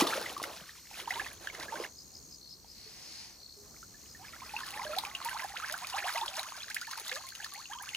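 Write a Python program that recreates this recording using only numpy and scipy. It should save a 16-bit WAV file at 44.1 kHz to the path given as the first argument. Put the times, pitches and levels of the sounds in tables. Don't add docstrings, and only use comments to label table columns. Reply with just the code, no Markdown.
import sys
import numpy as np
from scipy import signal
from scipy.fft import rfft, irfft, next_fast_len
from scipy.io import wavfile
from scipy.ndimage import map_coordinates

SR = 44100
rng = np.random.default_rng(int(sys.argv[2]) if len(sys.argv) > 2 else 0)


def log_audio(samples):
    frames = np.atleast_2d(samples).T
    limited = np.clip(frames, -1, 1)
    pcm = np.round(limited * 32767).astype(np.int16)
    wavfile.write(sys.argv[1], SR, pcm)


N = 351036
T = np.arange(N) / SR
AHEAD_UNTIL_S, WADING_UNTIL_S = 0.9, 2.5


def amp(db):
    return 10 ** (np.asarray(db) / 20)


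def unit(x):
    return x / np.sqrt(np.mean(x ** 2) + 1e-20)


def curve(rows):
    s, value = np.transpose(rows)
    return np.interp(T, s, value)


def wobble(rate):
    knots = rng.standard_normal(int(N * rate / SR) + 4)
    return map_coordinates(knots, [T * rate])


def filtered(x, response):
    m = next_fast_len(N + SR // 4)
    return irfft(rfft(x, m) * response(np.fft.rfftfreq(m, 1 / SR)), m)[..., :N]


def colour(points):
    f, db = np.transpose(points)
    return lambda hz: amp(np.interp(np.log(hz + 1), np.log(f), db, -120, db[-1]))


def resonance(centre_hz, width_hz):
    return lambda f: 1j * f * width_hz / (centre_hz ** 2 - f * f + 1j * f * width_hz)


def pair(spectrum, alike):
    turn = np.arccos(np.clip(alike, 0, 1)) / 2
    noise = filtered(rng.standard_normal((2, N)), colour(spectrum))
    shared, unlike = noise * [[np.cos(turn)], [np.sin(turn)]]
    return unit(np.array([shared + unlike, shared - unlike]))


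def rings(s, hz, rise, life, db, size):
    s, hz, rise, life, db = (np.asarray(v, float)[:, None] for v in (s, hz, rise, life, db))
    u = np.arange(size) / SR / life
    octaves_up = rise * np.minimum(u, 1.2) ** 2.43
    phase = 2 * np.pi * np.cumsum(hz * 2 ** octaves_up, 1) / SR
    crest = np.clip(0.033 + 1.15 * rise, 0.05, 0.8)
    before_db = 2.5 * (1 - u / crest).clip(0)
    after_db = 8.4 * ((u - crest) / (1 - crest)).clip(0) ** 0.94 + 11 * (u - 1).clip(0)
    onset = (1 - np.exp(-u * life / 0.0007)) ** 2
    wave = amp(db - before_db - after_db) * onset * np.sin(phase)
    at = np.round(s * SR).astype(int) + np.arange(size)
    return np.bincount(at.ravel(), wave.ravel(), N + size)[:N]


def swarm(count, centre_hz, spread, cycles, rise, tail_db, size):
    when, big, glide, last = rng.random((count, 4)).T
    hz = np.clip(centre_hz * np.exp(spread * rng.standard_normal(count)), 320, 15000)
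    db = np.minimum(-tail_db * np.log(big), 2 * tail_db)
    life = cycles * (0.26 + last) / hz
    return unit(rings(when * N / SR, hz, rise * glide, life, db, size))


def surge_db(start, crest, end, db, swell_db, sag_db):
    outside_db = 1500 * (start - T).clip(0) + 264 * (T - end).clip(0)
    return db - swell_db * (crest - T).clip(0) - sag_db * (T - crest).clip(0) - outside_db


def stirring():
    # start/s, crest/s, end/s, slosh level at crest/dB, seethe level at crest/dB
    surges = [(0, -0.004, 0.29, -27, -32.5), (0.3, 0.472, 0.6, -42.5, -49), (0.56, 0.76, 0.88, -82, -56.5),
              (0.908, 1.252, 1.34, -52, -49.5), (1.41, 1.5, 1.494, -52, -53.5),
              (1.53, 1.784, 1.862, -44.5, -52.5), (3.572, 3.622, 4, -64, -90),
              (4.496, 4.945, 5.2, -49, -60)]
    # t/s, seethe level/dB
    drain = [(3.4, -82), (3.85, -69.5), (4.4, -58), (4.56, -51), (4.7, -51), (4.92, -50), (5.12, -55),
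             (5.25, -48.5), (5.38, -47.5), (5.5, -47), (5.82, -50), (6, -42.5), (6.15, -47.5), (6.4, -49),
             (6.62, -52), (6.75, -53.5), (6.97, -48.5), (7.03, -54.5), (7.13, -46), (7.25, -58),
             (7.45, -53.5), (7.8, -58), (7.96, -49.5)]
    calm_db, drain_slosh_db = -70.5, -21
    drain_db = curve(drain)
    thinning_db = 2.5 * (T - drain[0][0]).clip(0)
    slosh = amp(calm_db - thinning_db) + amp(drain_db + drain_slosh_db - thinning_db)
    seethe = amp(drain_db)
    for start, crest, end, slosh_db, seethe_db in surges:
        slosh = slosh + amp(surge_db(start, crest, end, slosh_db, swell_db=42, sag_db=72))
        seethe = seethe + amp(surge_db(start, crest, end, seethe_db, swell_db=5, sag_db=52))
    return slosh, seethe


def stirred():
    # f/Hz, level per Hz/dB
    slosh_colour = [(120, -1), (300, 2), (700, 3.5), (1200, 4), (2500, -25)]
    # f/Hz, level per Hz/dB
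    seethe_colour = [(500, -7.5), (1100, -10), (2000, -5), (4000, 2.5), (7000, -5), (11000, -4),
                     (16000, -9.5)]
    slosh, seethe = stirring()
    gurgle = swarm(count=2400, centre_hz=628, spread=0.473, cycles=9.04, rise=0.31, tail_db=3, size=1500)
    plink = swarm(count=2600, centre_hz=1300, spread=0.4, cycles=20, rise=0.5, tail_db=1.5, size=1300)
    fizz = swarm(count=7000, centre_hz=2300, spread=0.45, cycles=12, rise=0.3, tail_db=2.5, size=400)
    patter = swarm(count=500, centre_hz=3660, spread=0.508, cycles=5.3, rise=0.2, tail_db=3, size=200)
    crackle = swarm(count=4000, centre_hz=8300, spread=0.413, cycles=4.4, rise=0.044, tail_db=1.5, size=48)
    plink = plink * np.interp(T, [3.7, 4.4, 6.4, 6.8], [0.15, 1.3, 1.3, 0.45])
    crackle = crackle * np.clip(T - 3.4, 0.55, 1)
    lumps = wobble(10)
    low = amp(-8.5) * gurgle + amp(-7.5) * pair(slosh_colour, alike=0.66)
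    high = amp(-8) * plink + amp(-4.5) * fizz + amp(-5) * patter + amp(-4.5) * crackle
    high = high + amp(-3.5) * pair(seethe_colour, alike=0.85)
    return slosh * amp(3.1 * lumps) * low + seethe * amp(1.5 * lumps + 3 * wobble(30)) * high


def rumble():
    # f/Hz, level/dB
    air = [(25, -34), (40, -7.5), (60, -1.5), (110, -6.5), (250, -9.5), (420, -14), (650, -22), (1500, -28),
           (3300, -31.5)]
    # t/s, level/dB
    loudness = [(0, -58.5), (.7, -65.5), (1.2, -59.5), (3, -62), (4.7, -59.5), (5.8, -63), (6.5, -66),
                (7.7, -66), (7.85, -62)]
    return amp(curve(loudness) + 1.4 * wobble(4.1)) * pair(air, alike=0.7)


def strokes(rate, sharp):
    phase = 2 * np.pi * np.cumsum(rate + 0.36 * wobble(1.85)) / SR
    return (0.5 + 0.5 * np.sin(phase)) ** sharp


def singer(gate, centre_hz, width_hz, blur):
    noise = rng.standard_normal(N) + blur * rng.standard_normal((2, N))
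    wing = resonance(centre_hz, width_hz)
    return unit(filtered(noise * gate, lambda f: wing(f) ** 2))


def sung(start, end):
    edge_s = 0.032
    return np.clip(np.minimum(T - start, end - T) / edge_s + 0.5, 0, 1)


def far_chorus():
    # f/Hz, level/dB
    chorus = [(3300, -27), (4100, -16), (5300, -2), (7500, -6.5), (8400, -3), (9300, -17), (11000, -22),
              (11900, -40), (12800, -7), (14700, -10), (15600, -53)]
    return amp(-58 + 1.2 * wobble(3) + 0.8 * wobble(12)) * pair(chorus, alike=0.7)


def thin_trill():
    gate = 0.3 + strokes(32.5, sharp=1.5)
    return amp(-68 + 1.5 * wobble(5)) * singer(gate, 5970, 130, blur=0.8)


def low_trill():
    # first burst t/s, number of bursts, level/dB
    bouts = [(2.41, 4, -59), (4.54, 3, -58), (6.85, 3, -56.5)]
    every_s, burst_s, murmur_db = 0.33, 0.15, -63
    gain = amp(murmur_db)
    for first, count, db in bouts:
        for k in range(round(count)):
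            start = first + k * every_s
            gain = gain + amp(db) * sung(start, start + burst_s)
    gate = 0.5 + strokes(64.8, sharp=1.2) * (1.2 + strokes(32.4, sharp=1.2))
    return gain * singer(gate, 4330, 480, blur=1.3)


def high_trill():
    # start/s, end/s, final level/dB
    phrases = [(1.05, 2.41, -58.5), (2.95, 3.306, -60.5), (3.575, 4.167, -60.5), (4.8, 6.296, -63),
               (6.4, 7.96, -55.5)]
    grows_db = 3
    gain = 0
    for start, end, db in phrases:
        remaining = np.clip((end - T) / (end - start), 0, 1)
        gain = gain + amp(db - grows_db * remaining ** 2) * sung(start, end)
    return gain * singer(0.2 + strokes(81.8, sharp=2.5), 6520, 620, blur=1.3)


def chirper():
    # t/s, level/dB
    chirp_times = [(1.788, -47.5), (1.965, -47.5), (2.129, -49), (2.304, -48.5), (2.488, -47.5),
                   (2.675, -51), (3.02, -55), (3.15, -51), (4.073, -53), (4.249, -53), (4.426, -53),
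                   (4.6, -52), (4.78, -53), (4.955, -53)]
    calls, t = np.zeros(N + SR), np.arange(SR // 12) / SR
    pulses = 0.15 + np.sin(np.pi * 60 * t) ** 2
    arch = np.sin(np.pi * (t / 0.068).clip(0, 1)) ** 0.6
    for s, db in chirp_times:
        calls[round(s * SR):][:len(t)] += amp(db) * pulses * arch
    tone = np.sin(2 * np.pi * np.cumsum(5100 + 40 * wobble(8)) / SR)
    return calls[:N] * (amp(-1) * tone + amp(-5) * singer(1, 4900, 600, blur=0.8))


def crickets():
    left_right = amp([[1.5], [-1.5]])
    return far_chorus() + thin_trill() + (low_trill() + high_trill() + chirper()) * left_right


def bubbles():
    # t/s, start pitch f/Hz, pitch rise/octaves, life/s, level/dB
    pockets = [(0.02, 313.5, 0.29, 0.021, -22), (0.05, 660, 0.058, 0.0063, -27),
               (0.068, 1180, 0.0099, 0.0065, -26.5), (0.074, 3420, 0.066, 0.0028, -20),
               (0.084, 957, 0.58, 0.017, -36), (0.098, 1655, 0.59, 0.012, -34),
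               (0.105, 517, 0.05, .006, -32), (0.124, 1285, 0.21, 0.009, -31),
               (0.16, 530, 0.21, 0.014, -31), (0.175, 560, 0.051, 0.0063, -24.5),
               (0.182, 2270, 0.05, 0.0052, -39), (0.214, 1490, 0.067, 0.0056, -30.5),
               (0.259, 1960, 0.16, 0.0098, -33), (0.299, 330, 0.39, 0.0087, -41.5),
               (0.318, 810, 0, 0.0054, -38), (0.365, 1130, 0.05, 0.014, -34),
               (0.399, 1076, 0.05, 0.012, -33), (0.417, 440, 0.53, 0.0023, -29),
               (0.439, 1360, 0.18, 0.0041, -26), (0.438, 1900, 0.12, 0.0023, -22),
               (0.449, 552, 0.18, 0.063, -46), (0.572, 170, 0, 0.008, -46), (0.611, 600, 0.1, 0.004, -47),
               (0.616, 160, 0, 0.01, -45), (0.912, 830, 0.013, 0.0038, -37.5),
               (0.99, 700, 0.36, 0.0095, -43.5), (1.074, 874, 0.38, 0.01, -32.5),
               (1.104, 720, .6, 0.034, -39.5), (1.106, 1910, 0.27, 0.0072, -22),
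               (1.123, 1440, 0.16, 0.0062, -34), (1.137, 2870, 0.2, 0.0046, -35),
               (1.152, 1980, 0.18, .008, -37), (1.154, 906, 0.55, 0.048, -40),
               (1.196, 1645, 0.35, 0.011, -29.5), (1.212, 780, 0.1, 0.02, -43),
               (1.245, 2490, 0.05, 0.0031, -33), (1.263, 1780, 0.11, 0.0071, -31.5),
               (1.31, 1660, 0, 0.0028, -37), (1.472, 1660, .011, 0.0028, -24),
               (1.487, 2770, 0.27, .005, -37), (1.499, 2200, 0.05, .004, -34),
               (1.549, 1880, 0.12, 0.0028, -27), (1.585, 590, 1.6, 0.018, -43),
               (1.611, 1510, 0.39, 0.018, -42.5), (1.631, 1050, 0.29, 0.0093, -43),
               (1.682, 1635, 0.34, 0.02, -41), (1.722, 884, 0.17, 0.024, -33.5),
               (1.742, 556, 0.16, 0.013, -34.5), (1.756, 1500, 0.11, 0.01, -33.5),
               (1.793, 1070, .01, 0.0097, -42), (1.799, 474, 0, 0.0057, -29.5),
               (1.818, 1090, 0, 0.0094, -40.5), (2.645, 794, 0.15, 0.0035, -44.5),
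               (2.86, 430, 0.05, 0.03, -56), (3.561, 408, 0.081, 0.15, -59.5),
               (3.828, 1364, 0.12, 0.0069, -42), (3.943, 1720, .041, 0.012, -48.5),
               (4.148, 1800, 0.049, 0.013, -45.5), (4.194, 740, 0.69, .053, -52),
               (4.244, 1645, 0.31, 0.018, -48.5), (4.333, 1330, 0.1, 0.011, -44.5),
               (4.334, 1900, 0.12, 0.011, -45), (4.418, 1000, 0.25, 0.016, -40),
               (4.493, 2460, 0.11, 0.0044, -33.5), (4.537, 842, 0.13, 0.026, -35),
               (4.564, 2620, 0.061, 0.0065, -29.5), (4.611, 1040, 0, 0.016, -41),
               (4.633, 1750, 0, 0.0082, -34), (4.728, 800, 0.1, 0.026, -46),
               (4.733, 1940, 0.41, 0.016, -44), (4.752, 850, 0.11, 0.072, -43.5),
               (4.774, 1786, 0.12, 0.0079, -33.5), (4.793, 990, 0.15, 0.015, -32.5),
               (4.809, 792, 0.38, 0.032, -38.5), (4.852, 604, 0.032, 0.028, -36.5),
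               (4.865, 1630, 0.026, 0.0091, -35), (4.892, 595, .12, 0.05, -36),
               (4.914, 2480, 0.05, 0.011, -39.5), (4.932, 1330, 0.03, 0.0098, -34),
               (4.941, 1575, 1.4, 0.015, -39.5), (4.964, 722, 0.49, 0.027, -32),
               (4.985, 3500, 0.38, 0.0032, -18), (5.036, 960, 0.043, 0.0033, -25.5),
               (5.05, 2380, 0, 0.0026, -22), (5.061, 1130, 0.12, 0.04, -46), (5.112, 1100, 0, 0.07, -50),
               (5.063, 812, 0.095, 0.043, -46.5), (5.15, 2720, 0.16, 0.0044, -22.5),
               (5.214, 1050, 0.2, 0.0075, -36), (5.253, 917, 0.093, 0.031, -32.5),
               (5.287, 1810, 0.22, 0.0042, -26.5), (5.312, 1550, 0, 0.013, -36),
               (5.329, 986, 0.075, 0.011, -32), (5.345, 825, 0.93, 0.029, -35), (5.39, 890, 0, 0.019, -40),
               (5.393, 1850, 0.61, 0.008, -34), (5.4, 1410, 0.56, .005, -32), (5.42, 1020, 0, 0.018, -36.5),
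               (5.434, 1660, 0.1, .008, -38), (5.445, 783, .079, 0.0089, -31.5), (5.5, 800, 0, 0.02, -44),
               (5.537, 786, 0.58, 0.016, -40), (5.559, 1320, 2.1, 0.016, -35.5),
               (5.599, 1260, 0.26, 0.0041, -29), (5.621, 1230, 0.75, 0.032, -36.5),
               (5.697, 1570, 0.38, 0.0032, -25), (5.7, 590, 2.1, 0.088, -46.5),
               (5.74, 1440, 0.17, 0.0065, -28.5), (5.819, 960, 0.4, 0.029, -38.5),
               (5.845, 2300, 0.24, 0.0053, -34), (5.925, 984, 0.31, 0.026, -38.5),
               (5.932, 2760, 0.05, 0.0037, -28), (5.94, 769, 1, 0.037, -31.5),
               (5.963, 1900, 0.21, .012, -39), (5.973, 813, 0, 0.059, -42.5),
               (5.975, 1526, 0.93, 0.015, -34), (5.998, 1720, 0.4, .006, -35),
               (6.021, 1710, 1.6, 0.032, -38.5), (6.042, 689, 1.24, 0.036, -33),
               (6.068, 687, 0.5, 0.025, -40), (6.077, 1530, 0.6, 0.011, -30),
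               (6.098, 1180, 0.18, 0.0062, -33), (6.147, 632, 0.85, 0.028, -35.5),
               (6.155, 1140, 0, 0.01, -34), (6.166, 920, 0.017, 0.024, -31),
               (6.211, 3330, 0.26, 0.0045, -29.5), (6.214, 859, 0.3, 0.024, -28.5),
               (6.258, 880, 1.2, 0.0074, -37), (6.279, 3080, 0.53, 0.0055, -26),
               (6.318, 768, 0, 0.037, -48.5), (6.377, 616, 0.95, 0.032, -39),
               (6.393, 3810, 0.36, .004, -25.5), (6.41, 992, 2, 0.039, -45.5),
               (6.444, 1000, .8, 0.031, -44), (6.521, 1030, 0.15, 0.0033, -32),
               (6.543, 1520, 0.05, 0.016, -45), (6.603, 3280, 0.081, .012, -39),
               (6.631, 4000, 0.3, 0.0045, -28.5), (6.682, 1660, 0.21, 0.0027, -30),
               (6.701, 1504, 1.1, 0.018, -37.5), (6.764, 1600, 0.9, 0.0066, -27),
               (6.816, 1410, 0.32, 0.015, -35.5), (6.845, 2200, 0.33, .008, -41),
               (6.87, 1720, 0.05, .007, -35), (6.877, 880, 0.44, 0.019, -42.5),
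               (6.909, 1840, 0.02, 0.0081, -40), (6.926, 1043, 0.97, 0.011, -36.5),
               (6.979, 964, 1.9, 0.01, -41), (6.974, 895, 0, .012, -39), (7.092, 1970, 0.08, 0.0061, -36),
               (7.094, 3480, .45, 0.0041, -29.5), (7.115, 1760, 0, 0.0031, -23),
               (7.117, 2050, 0.57, .0097, -33), (7.117, 506, 0.4, 0.065, -43.5),
               (7.16, 1680, .4, .013, -37.5), (7.164, 1175, 0.076, 0.013, -39),
               (7.198, 820, 1.2, 0.018, -49.5), (7.237, 1066, 0, 0.028, -46),
               (7.268, 2030, 0.12, 0.0082, -44.5), (7.321, 1480, 0.42, 0.0069, -42),
               (7.35, 2850, 0.079, .005, -38), (7.394, 810, 0.1, 0.018, -52),
               (7.401, 1620, 0.27, 0.0082, -40), (7.428, 700, 0.7, 0.016, -55),
               (7.443, 1760, 0.022, 0.0068, -35.5), (7.462, 1170, 0.3, 0.003, -33),
               (7.52, 1150, 0, 0.02, -45), (7.554, 800, 0.9, 0.06, -47), (7.557, 2040, 0.7, 0.0056, -39),
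               (7.655, 2670, 0.11, 0.0043, -35), (7.697, 800, 0.8, 0.044, -42.5),
               (7.711, 1600, 0.34, 0.016, -41), (7.733, 3150, 0.0049, 0.0037, -31),
               (7.751, 960, 0.21, 0.028, -39.5), (7.786, 3070, 0.12, 0.0044, -37),
               (7.799, 1530, 0.47, .02, -45.5), (7.796, 996, 0, 0.019, -41.5),
               (7.812, 790, 1.1, 0.033, -44), (7.87, 1470, 0.64, 0.019, -43.5),
               (7.89, 2760, 0, 0.0018, -21.5), (7.916, 830, 0.1, .02, -54), (7.933, 1980, 0.24, .006, -37),
               (7.948, 2800, .036, 0.0024, -19)]
    s, hz, rise, life, db = np.transpose(pockets)
    t = np.arange(SR // 100) / SR
    puffs = amp(db[:, None] - 4.5 - 60 * t / 0.021) * rng.standard_normal((len(s), len(t)))
    at = np.round(s * SR).astype(int)[:, None] + np.arange(len(t))
    ticks = np.bincount(at.ravel(), puffs.ravel(), N + SR)[:N]
    churn_db = np.where(T < WADING_UNTIL_S, 2.6, 1.6)
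    flutter = amp(1.1 * wobble(70) + churn_db * wobble(350))
    return flutter * rings(s, hz, rise, life, db, size=5000) + filtered(ticks, resonance(3300, 1800))


def splats():
    # t/s, crack level/dB, body level relative to the crack/dB
    hits = [(0.07, -22.5, -3), (0.1396, -34, 0), (0.1735, -44, -10), (0.212, -25.5, -14), (0.327, -28, -14),
            (0.378, -28, -8), (0.4277, -20, -11), (0.4397, -25.5, -12), (1.331, -29, -24),
            (1.598, -41.5, 6.5), (4.6643, -29, -9), (4.7057, -29, -8), (4.9642, -34, -1),
            (4.9846, -18, -23), (5.248, -18, -21), (5.294, -24, -28), (5.44, -26.5, -12), (5.7239, -21, -8),
            (5.7778, -24, -15), (5.8696, -26, -8), (5.899, -36, 2.5), (6.0674, -35, -1), (6.1358, -21, -14),
            (6.26, -28.5, -3.5), (6.3934, -24.5, -16), (6.43, -33, 2), (6.7006, -35.5, 4),
            (6.7448, -14, -16.5), (6.813, -34, 3), (6.869, -30, -12), (6.911, -29, -0.5),
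            (6.9752, -24.5, -12), (6.9975, -23, -12), (7.062, -30, -16), (7.0802, -23.5, -9.5),
            (7.1563, -37.5, 6), (7.267, -28, -16), (7.2884, -24.5, -13), (7.3502, -31, -4),
            (7.444, -33, 3.5), (7.5366, -24.5, -16), (7.824, -23, -28)]
    bright, body, t = np.zeros(N + SR), np.zeros(N + SR), np.arange(SR // 20) / SR
    decay = amp(-60 * t / 0.009) + 0.2 * amp(-60 * t / 0.065)
    shape = decay * (1 - np.exp(-t / 0.0006))
    for s, db, body_db in hits:
        burst = shape * rng.standard_normal((2, len(t)))
        bright[round(s * SR):][:len(t)] += amp(db - 4.5) * burst[0]
        body[round(s * SR):][:len(t)] += amp(db + body_db + 11) * burst[1]
    crack = resonance(10800, 7500)
    return filtered(bright[:N], lambda f: crack(f) ** 2) + filtered(body[:N], resonance(4430, 1800))


def banks(x):
    t = np.arange(SR // 6) / SR
    tail = rng.standard_normal((2, len(t))) * amp(-60 * t / 0.1) * (t > 0.002)
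    return signal.fftconvolve(x[None], tail / np.linalg.norm(tail[0]), axes=1)[:, :N]


def wash():
    # f/Hz, level per Hz/dB
    mesh = [(400, -19), (900, -4), (1300, -10), (2000, -1), (3500, -4), (4950, 6.5), (5500, 3.5),
            (7000, -7), (9000, -7), (16000, -25)]
    start_s, attack_s, hold_s, release_s = 2.528, 0.29, 0.42, 0.29
    top_db, creep_db, floor_db = -49, 5.5, -79
    s = np.cumsum([start_s, attack_s, hold_s, release_s])
    level_db = np.interp(T, s, [floor_db, top_db - creep_db, top_db, floor_db])
    return amp(level_db + 0.91 * wobble(4.76)) * pair(mesh, alike=0.75)


def aside(x, share, shade):
    # f/Hz, left lead/rad, left-right level/dB
    sideways = [(0, 0, -2), (1500, .3, -4), (3600, 2.2, 0), (5500, 2.8, 3), (6700, 0, 0)]
    f, lead, db = np.transpose(sideways)
    side = np.array([[0.5], [-0.5]])

    def response(hz):
        turn = np.exp(1j * side * share * np.interp(hz, f, lead))
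        return turn * amp(side * shade * np.interp(hz, f, db))
    return filtered(x, response)


def scene():
    drops = bubbles() + splats()
    water = drops + stirred() + wash()
    water = filtered(water, lambda hz: (1j * hz / (70 + 1j * hz)) ** 2)
    ahead, draining = T < AHEAD_UNTIL_S, T > WADING_UNTIL_S
    near = aside(water * ahead, share=0.33, shade=0.05)
    near = near + aside(water * (~ahead & ~draining), share=0.54, shade=1.23)
    near = near + aside(water * draining, share=0.67, shade=1.0)
    return near + amp(-7.5) * banks(drops) + crickets() + rumble()


def record(dry):
    # f/Hz, left lead/half turns
    port_lead = [(6700, 0), (8400, -1), (10100, -2), (12000, -3), (14100, -4), (15700, -5)]
    top_hz = 16000
    f, lead = np.transpose(port_lead)
    half = np.array([[0.5], [-0.5]])
    return filtered(dry, lambda hz: (hz < top_hz) * np.exp(1j * np.pi * half * np.interp(hz, f, lead)))


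dry = scene()
out = record(dry)
log_audio(out)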